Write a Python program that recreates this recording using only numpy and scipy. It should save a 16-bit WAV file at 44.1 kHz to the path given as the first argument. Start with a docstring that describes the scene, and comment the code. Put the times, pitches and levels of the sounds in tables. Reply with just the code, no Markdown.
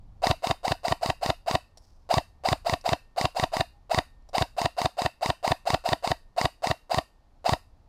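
"""An electric airsoft rifle fires single shots in quick strings, close to the camera microphone.
In each shot the motor spins up, the gears whine and grind, the action clacks and the piston slams home
with a puff of air: contact pulses, rattles and tooth tones drive the resonances of the gun.
It stands beside a wall in a field: filtered noise tails scatter each shot back.
Handling clicks fall in the pauses; shaped noise makes light wind and a distant outdoor hush."""
import sys
import numpy as np
from scipy import signal
from scipy.fft import rfft, irfft, next_fast_len
from scipy.io import wavfile
from scipy.ndimage import uniform_filter1d, map_coordinates

SR = 44100
rng = np.random.default_rng(int(sys.argv[2]) if len(sys.argv) > 2 else 0)


def wrap_up_sound(samples):
    """Save the sound to the file named by the first command line argument, as 16-bit audio."""
    columns = np.atleast_2d(samples).T
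    # keep every value between -1 and 1, then stretch to whole-number steps
    tamed = np.clip(columns, -1, 1)
    steps = np.round(tamed * 32767).astype(np.int16)
    wavfile.write(sys.argv[1], SR, steps)


N = 347508


def amp(db):
    """Amplitude of a level in dB."""
    return 10 ** (np.asarray(db) / 20)


def unit(x):
    """x scaled to rms 1."""
    return x / np.sqrt(np.mean(x ** 2) + 1e-20)


def along(points, hz):
    """A (Hz, value) curve read on a log frequency axis."""
    f, value = np.transpose(points)
    return np.interp(np.log(hz + 1), np.log(f + 1), value)


def filtered(x, response):
    """x times a complex response of frequency."""
    m = next_fast_len(N + SR // 2)
    hz = np.fft.rfftfreq(m, 1 / SR)
    return irfft(rfft(x, m) * response(hz), m)[:N]


def noise(spectrum):
    """Coloured noise of rms 1."""
    white = rng.standard_normal(N)
    return unit(filtered(white, lambda hz: amp(along(spectrum, hz))))


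def resonance(f, hz, width):
    """Causal response of one mode at hz, read at the frequencies f."""
    return 1j * f * width / (hz * hz - f * f + 1j * f * width)


def add(track, s, sound):
    """Mix a sound in at s seconds."""
    part = track[max(round(s * SR), 0):][:len(sound)]
    part += sound[:len(part)]


# wind rumble at the microphone, before trim and gusts: (t/s, level/dB)
WIND_LEVEL = [(0.0, -45.5), (0.35, -48), (0.46, -53), (1.54, -54.5), (1.71, -54), (2.63, -49),
              (3.07, -56.5), (4.56, -52.5), (4.85, -61.5), (5.66, -52), (6.65, -57.5), (7.88, -52.5)]
# colour of the wind, normalised to rms 1: (f/Hz, relative density/dB)
WIND_COLOUR = [(12, -13), (20, 5.5), (38, -2.5), (70, -5.5), (120, -15), (220, -25.5), (400, -41.5),
               (800, -43), (1500, -120)]
WIND_TRIM_DB, GUST_DB, GUSTS_PER_S = -1, 1.5, 1.7  # gusts: random swing about the level, points a second


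def wind():
    """Light wind on the microphone: low noise whose level follows a slow course with random gusts."""
    t = np.arange(N) / SR
    level_db = np.interp(t, *np.transpose(WIND_LEVEL))
    gusts = map_coordinates(rng.standard_normal(N // 100), [t * GUSTS_PER_S])
    return amp(level_db + WIND_TRIM_DB + GUST_DB * gusts) * noise(WIND_COLOUR)


# colour of the distance, normalised to rms 1: (f/Hz, relative density/dB)
HUSH_COLOUR = [(40, -26), (120, -12), (250, -2), (400, -8), (800, -4), (1100, -10), (1600, -19.5),
               (3200, -24.5), (4500, -22.5), (6500, -29.5), (9000, -34.5), (13000, -36.5), (16000, -63.5)]
HUSH_DB = -69


def hush():
    """The steady hush of the distance: coloured noise."""
    return amp(HUSH_DB) * noise(HUSH_COLOUR)


FAR_S, FAR_LENGTH_S, FAR_HZ, FAR_SAG_HZ_PER_S, FAR_DB = 3.71, 0.12, 815, 60, -63


def far_tone():
    """One faint, far tone: a sine that swells, sags in pitch and fades."""
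    age = np.clip(np.arange(N) / SR - FAR_S, 0, FAR_LENGTH_S)
    swell = np.sin(np.pi * age / FAR_LENGTH_S) ** 2
    phase = 2 * np.pi * np.cumsum(FAR_HZ - FAR_SAG_HZ_PER_S * age) / SR
    return amp(FAR_DB) * swell * np.sin(phase)


# trigger pulls, also played by every part of the gun's cycle below:
# (t/s, pull to slam/s, relative level of motor and action/dB, relative level of slam/dB)
SHOTS = [(0.2187, .0929, 1, 1.5), (0.422, 0.089, -4, -0.5), (0.6309, 0.089, -4, 0),
         (0.832, 0.091, -4.5, -0.5), (1.011, 0.09, -4.5, -0.5), (1.2118, 0.09, -3.5, -0.5),
         (1.4611, .092, -3.3, 0.5), (2.0898, .092, 0.5, -1), (2.436, .0932, -0.5, 1),
         (2.6465, .0909, -3.5, -1.5), (2.8403, 0.092, -2.5, 0.1), (3.1613, 0.093, -2.1, 1.4),
         (3.3475, 0.091, -4, 0.3), (3.518, 0.091, -4, 0.5), (3.895, .0926, -1.7, 2.3),
         (4.331, 0.092, -1, 0.5), (4.565, 0.093, -4, 0), (4.7659, 0.092, -4, -0.3), (4.9685, .0926, -5, -1),
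         (5.2091, 0.093, -3.3, -0.5), (5.427, 0.092, -2.6, 1.5), (5.6535, 0.091, -2, 1.3),
         (5.8385, 0.093, -4, 1.5), (6.0245, 0.092, -4.5, -1.5), (6.363, .0923, -2.1, 1.5),
         (6.6206, 0.092, -3, -0.6), (6.8945, 0.091, -3, -0.8), (7.4423, .092, 0, -2)]
# how long the surroundings ring: (f/Hz, t60/s)
ECHO_DECAY = [(150, 0.093), (700, 0.22), (2800, 0.28), (6000, 0.3), (14000, .28)]
# how strongly the surroundings answer: (f/Hz, level/dB)
ECHO_COLOUR = [(150, -29.5), (700, -31.5), (1500, -18), (1900, -25), (2700, -15), (3400, -27.5),
               (4600, -18), (7000, -18), (12000, -7), (15000, -18)]


def surroundings(x, wall_delay=0.047, wall_spread=0.0067, wall_db=2):
    """Ground and masonry scatter each shot back as a noise tail, with a swell from the farther wall."""
    wet = np.zeros(N)
    edges = [0] + [int(shot[0] * SR) for shot in SHOTS[1:]] + [N]
    for start, end in zip(edges, edges[1:]):
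        hz, t, grid = signal.stft(rng.standard_normal(SR // 2), SR, nperseg=256)
        swell_db = wall_db * np.exp(-((t - wall_delay) / wall_spread) ** 2)
        fade_db = -60 * t / along(ECHO_DECAY, hz)[:, None]
        tail = signal.istft(grid * amp(swell_db + fade_db), SR, nperseg=256)[1]
        tail /= np.linalg.norm(tail)
        add(wet, start / SR + 0.0053, signal.fftconvolve(x[start:end], tail))
    return filtered(wet, lambda hz: amp(along(ECHO_COLOUR, hz)))


PELLETS_S, PELLETS_RISE_S, PELLETS_DB, PELLETS_FADE_DB_PER_S = 1.765, .075, -69.5, 71.5


def pellets(hz=5200, width=900):
    """Loose pellets shift in the magazine once: sparse random grains through one resonance."""
    grains = rng.standard_normal(N) * (rng.random(N) < .05)
    rustle = unit(filtered(grains, lambda f: resonance(f, hz, width)))
    age = np.maximum(np.arange(N) / SR - PELLETS_S, 0)
    rise = np.minimum(age / PELLETS_RISE_S, 1)
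    fade_db = PELLETS_FADE_DB_PER_S * np.maximum(age - PELLETS_RISE_S, 0)
    return rise * amp(PELLETS_DB - fade_db) * rustle


# the gun's resonances and how strongly each place drives them:
# (f/Hz, width/Hz, gears level/dB, action level/dB, cylinder head level/dB)
BODY = [(202, 360, -35.5, -7, -16), (294.4, 65, -28, -17, -8.5), (380, 290, -28, -23, -24),
        (470, 221, -9, -20.5, -23), (691, 131.4, 7.5, -4, 3.5), (793, 92, -9, 2, 0.5),
        (911.5, 109, -7, 1.5, 0.5), (1244, 510, -19, -23, -6), (1866, 220, -26.5, -8, -2),
        (2203, 420, -16.5, -10, -13), (2692, 257, -10.5, -14.5, -5.5), (3090, 140, -38.5, -17, -9),
        (3686, 282.5, -15, -9.5, -4.5), (4773, 426, -7, -12, -10.5), (4985, 267, -5.5, -8.5, -13),
        (7220, 1950, -19, -21, -50), (8350, 1530, -18, -21.5, -57.5), (15000, 2100, -34, -45, -46.5)]


def body(force, place):
    """The gun rings in its modes, of alternating sign, driven at the gears, the action or the head."""
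    column = ["gears", "action", "head"].index(place)

    def response(f):
        return sum((-1) ** k * amp(levels[column]) * resonance(f, hz, width)
                   for k, (hz, width, *levels) in enumerate(BODY))
    return filtered(force, response)


def push(t, contact):
    """A force pulse of area 1: the longer the contact, the duller."""
    pulse = t * np.exp(-t / contact)
    return pulse / pulse.sum()


def rattle(t, decay, low_hz=1300, high_hz=10000):
    """Chatter of hard parts, of energy 1: chance timing, with the spectrum evened before fade and band."""
    fade = np.exp(-t / decay)
    onset = 1 - np.exp(-t / 0.00066)
    spectrum = rfft(rng.standard_normal(len(t)) * fade * onset)
    burst = irfft(spectrum / (np.abs(spectrum) + 1e-12), len(t)) * np.sqrt(fade)
    band = signal.butter(2, [low_hz, min(high_hz, .45 * SR)], "band", fs=SR, output="sos")
    burst = signal.sosfilt(band, burst)
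    return burst / np.linalg.norm(burst)


# handling clicks: (t/s, knock force level/dB, tick level before colouring/dB)
CLICKS = [(1.773, -12, -31), (1.781, -18, -36), (2.811, -26, -33.5), (4.222, -34, -58.5), (4.289, -13, -38),
          (4.294, -10, -42)]
# colour of the ticks: (f/Hz, gain/dB)
TICK_COLOUR = [(590, -43), (1000, -8.5), (2110, -4.5), (2370, -10.5), (3250, -3), (5730, 14.5),
               (6340, -14.5), (6860, 2.5), (15000, -6.5)]


def handling():
    """Trigger and fittings click: short pushes ring the gun, coloured rattles tick."""
    knocks, ticks, t = np.zeros(N), np.zeros(N), np.arange(SR // 20) / SR
    for s, knock_db, tick_db in CLICKS:
        add(knocks, s, amp(knock_db) * push(t, 0.0002))
        add(ticks, s, amp(tick_db) * rattle(t, 0.0045))
    return body(knocks, "gears") + filtered(ticks, lambda hz: amp(along(TICK_COLOUR, hz)))


# the main spring and the barrel sing on after the slam:
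# (f/Hz, mean level relative to the slam/dB, t60/s)
SPRING = [(1825, -71, 0.95), (2840, -71, .24), (3800, -65.5, .35), (4900, -64.5, 0.23)]


def spring():
    """Thin steel tones linger after each slam: decaying sines of slightly random level."""
    ring, t = np.zeros(N), np.arange(SR) / SR
    for s, cycle, _, slam_db in SHOTS:
        for hz, level, t60 in SPRING:
            fade = amp(level + slam_db + rng.normal(0, 2.5) - 60 * t / t60)
            add(ring, s + cycle, fade * np.sin(2 * np.pi * hz * t))
    return ring


# pull to slam at which the delays of puff and contacts are given: those delays scale with each shot's
# pace, the motor's times stay fixed
CYCLE_S = .092
# air and recoil reaching the microphone: (t after the pull/s, mean f/Hz, relative level/dB, time to peak/s)
PUFF = [(0.0791, 116.2, -16, 0.0048), (0.086, 57.9, -25, 0.0066)]


def puff():
    """The air shot and the recoil: a low swing of a cycle or two, first a suction, then a push."""
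    air, t = np.zeros(N), np.arange(SR // 8) / SR
    for s, cycle, drive_db, _ in SHOTS:
        for after, hz, level, swell in PUFF:
            shape = (t / swell * np.exp(1 - t / swell)) ** 1.82
            swing = np.sin(2 * np.pi * hz * rng.normal(1, 0.036) * t)
            add(air, s + after * cycle / CYCLE_S, -amp(level + drive_db) * shape * swing)
    return air


# overtones of the gear teeth: (multiple of the tooth rate, relative level/dB)
TEETH = [(1, -8), (2, -11), (3, -11), (4, -12), (5, -13), (6, -11.5)]
# motor: tooth rate at full speed, time constant of the run-up, cut-off after the pull, coast to rest
TOOTH_HZ, SPIN_UP_S, CUT_OFF_S, COAST_S = 1177.7, .022, .096, .06
# levels at full speed, and the powers of speed by which they swell in the run-up and fade in the coast
WHINE_DB, GRIND_DB, WHINE_GROWS, GRIND_GROWS, COAST_FADES = -20.5, -16.5, 0.56, 1.32, 3.2
# strain as the gears pick up the piston: time after the pull, width, rise of whine and of grinding
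PICKUP_S, PICKUP_WIDTH_S, PICKUP_WHINE_DB, PICKUP_GRIND_DB = 0.023, 0.0093, 12, 6.5
UNLOADED_DB, UNLOAD_S = -12, .0025  # without load the grinding drops: how far, time constant


def gears(waver=0.0063, start_waver=0.05, settle=0.037, bite=0.35, coast_waver=0.087, grind_hz=800):
    """The motor runs up through the gun's main resonance, strains at the piston, is cut off and coasts."""
    force, t = np.zeros(N), np.arange(int((CUT_OFF_S + COAST_S) * SR)) / SR
    idle = np.maximum(t - CUT_OFF_S, 0)
    run_up = 1 - np.exp(-t / SPIN_UP_S)
    coast = np.clip(1 - idle / COAST_S, 0, 1)
    tooth_hz = TOOTH_HZ * run_up * coast
    strain = np.exp(-((t - PICKUP_S) / PICKUP_WIDTH_S) ** 2)
    unloaded = 1 - np.exp(-idle / UNLOAD_S)
    fade = coast ** COAST_FADES
    whine_gain = fade * run_up ** WHINE_GROWS * amp(WHINE_DB + PICKUP_WHINE_DB * strain)
    grind_db = GRIND_DB + PICKUP_GRIND_DB * strain + UNLOADED_DB * unloaded
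    grind_gain = fade * run_up ** GRIND_GROWS * amp(grind_db)
    play = waver + start_waver * np.exp(-t / settle)  # the gears judder until the load takes up their slack
    play = play + coast_waver * unloaded  # and again once the spring lets go
    thin = signal.butter(1, grind_hz, "high", fs=SR)  # scraping carries little bass
    for s, _, drive_db, _ in SHOTS:
        unsteady = unit(uniform_filter1d(rng.standard_normal(len(t)), size=90))
        speed = 1 + play * unsteady + rng.normal(0, 0.0055)
        phase = 2 * np.pi * np.cumsum(tooth_hz * speed) / SR
        whine = sum(amp(level) * np.sin(round(k) * phase) for k, level in TEETH)
        # each tooth scrapes as it meets the next
        scrape = rng.standard_normal(len(t)) * (1 + bite * np.cos(phase))
        grind = signal.lfilter(*thin, scrape)
        # the grinding follows the drive half as far in dB
        add(force, s, amp(drive_db) * whine_gain * whine + amp(.5 * drive_db) * grind_gain * grind)
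    return body(force, "gears")


def blows(contacts, levels):
    """The force of one set of contacts, repeated in every shot at that shot's pace and level."""
    force, t = np.zeros(N), np.arange(SR // 30) / SR
    for (s, cycle, _, _), shot_db in zip(SHOTS, levels):
        for after, push_db, contact, rattle_db, decay in contacts:
            blow = amp(push_db + rng.normal(0, 0.85)) * push(t, contact)
            chatter = amp(rattle_db) * rattle(t, decay)
            add(force, s + after * cycle / CYCLE_S, amp(shot_db) * (blow + chatter))
    return force


# slack taken up in the gear train, then the piston drawn:
# (t after the pull/s, mean push level/dB, contact/s, rattle level/dB, rattle decay/s)
GEAR_KNOCKS = [(.001, -3, 0.00009, -12.5, 0.0012), (.0378, 16.5, 0.00018, -2.5, 0.0008)]


def gear_knocks():
    """Knocks in the gear train ring the gun at the gears."""
    return body(blows(GEAR_KNOCKS, [shot[2] for shot in SHOTS]), "gears")


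# contacts of the action:
# (t after the pull/s, mean push level/dB, contact/s, rattle level/dB, rattle decay/s)
ACTION = [(.0455, -12.5, .0001, 1.5, 0.00045), (.0503, 25, 0.00015, 16, 0.00064),
          (.0545, 3, .0002, -1.5, 0.0011)]


def action():
    """The action clacks: its contacts ring the gun at the action."""
    return body(blows(ACTION, [shot[2] for shot in SHOTS]), "action")


# the piston lets go, knocks, then slams home with the last and hardest contact:
# (t after the pull/s, mean push level/dB, contact/s, rattle level/dB, rattle decay/s)
PISTON = [(0.0782, 7, 0.00093, -20.5, 0.0012), (0.0811, 28, 0.00047, -13.5, 0.0033),
          (.084, 10, 0.00011, -12.5, .002), (.0892, 14, .0002, 9, 0.0016), (0.092, 29, 0.00024, 11, 0.0011)]


def piston():
    """The piston lets go, knocks and slams home: its contacts ring the gun at the cylinder head."""
    return body(blows(PISTON, [shot[3] for shot in SHOTS]), "head")


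def scene():
    """The rifle close by, its echo from ground and wall, and the outdoors behind."""
    outdoors = wind() + hush() + far_tone()
    rifle = gears() + gear_knocks() + action() + piston()
    gun = rifle + puff() + spring() + handling() + pellets()
    return (gun + surroundings(gun) + outdoors)[None]


CEILING, TOP_HZ = .3, 15700  # largest amplitude of the rounding, band limit


def record(dry):
    """The camera rounds off the highest peaks and keeps almost nothing above its band limit."""
    rounded = dry[0] / (1 + (dry[0] / CEILING) ** 6) ** (1 / 6)
    return filtered(rounded, lambda hz: 1 / (1 + (hz / TOP_HZ) ** 100))[None]


dry = scene()
out = record(dry)
wrap_up_sound(out)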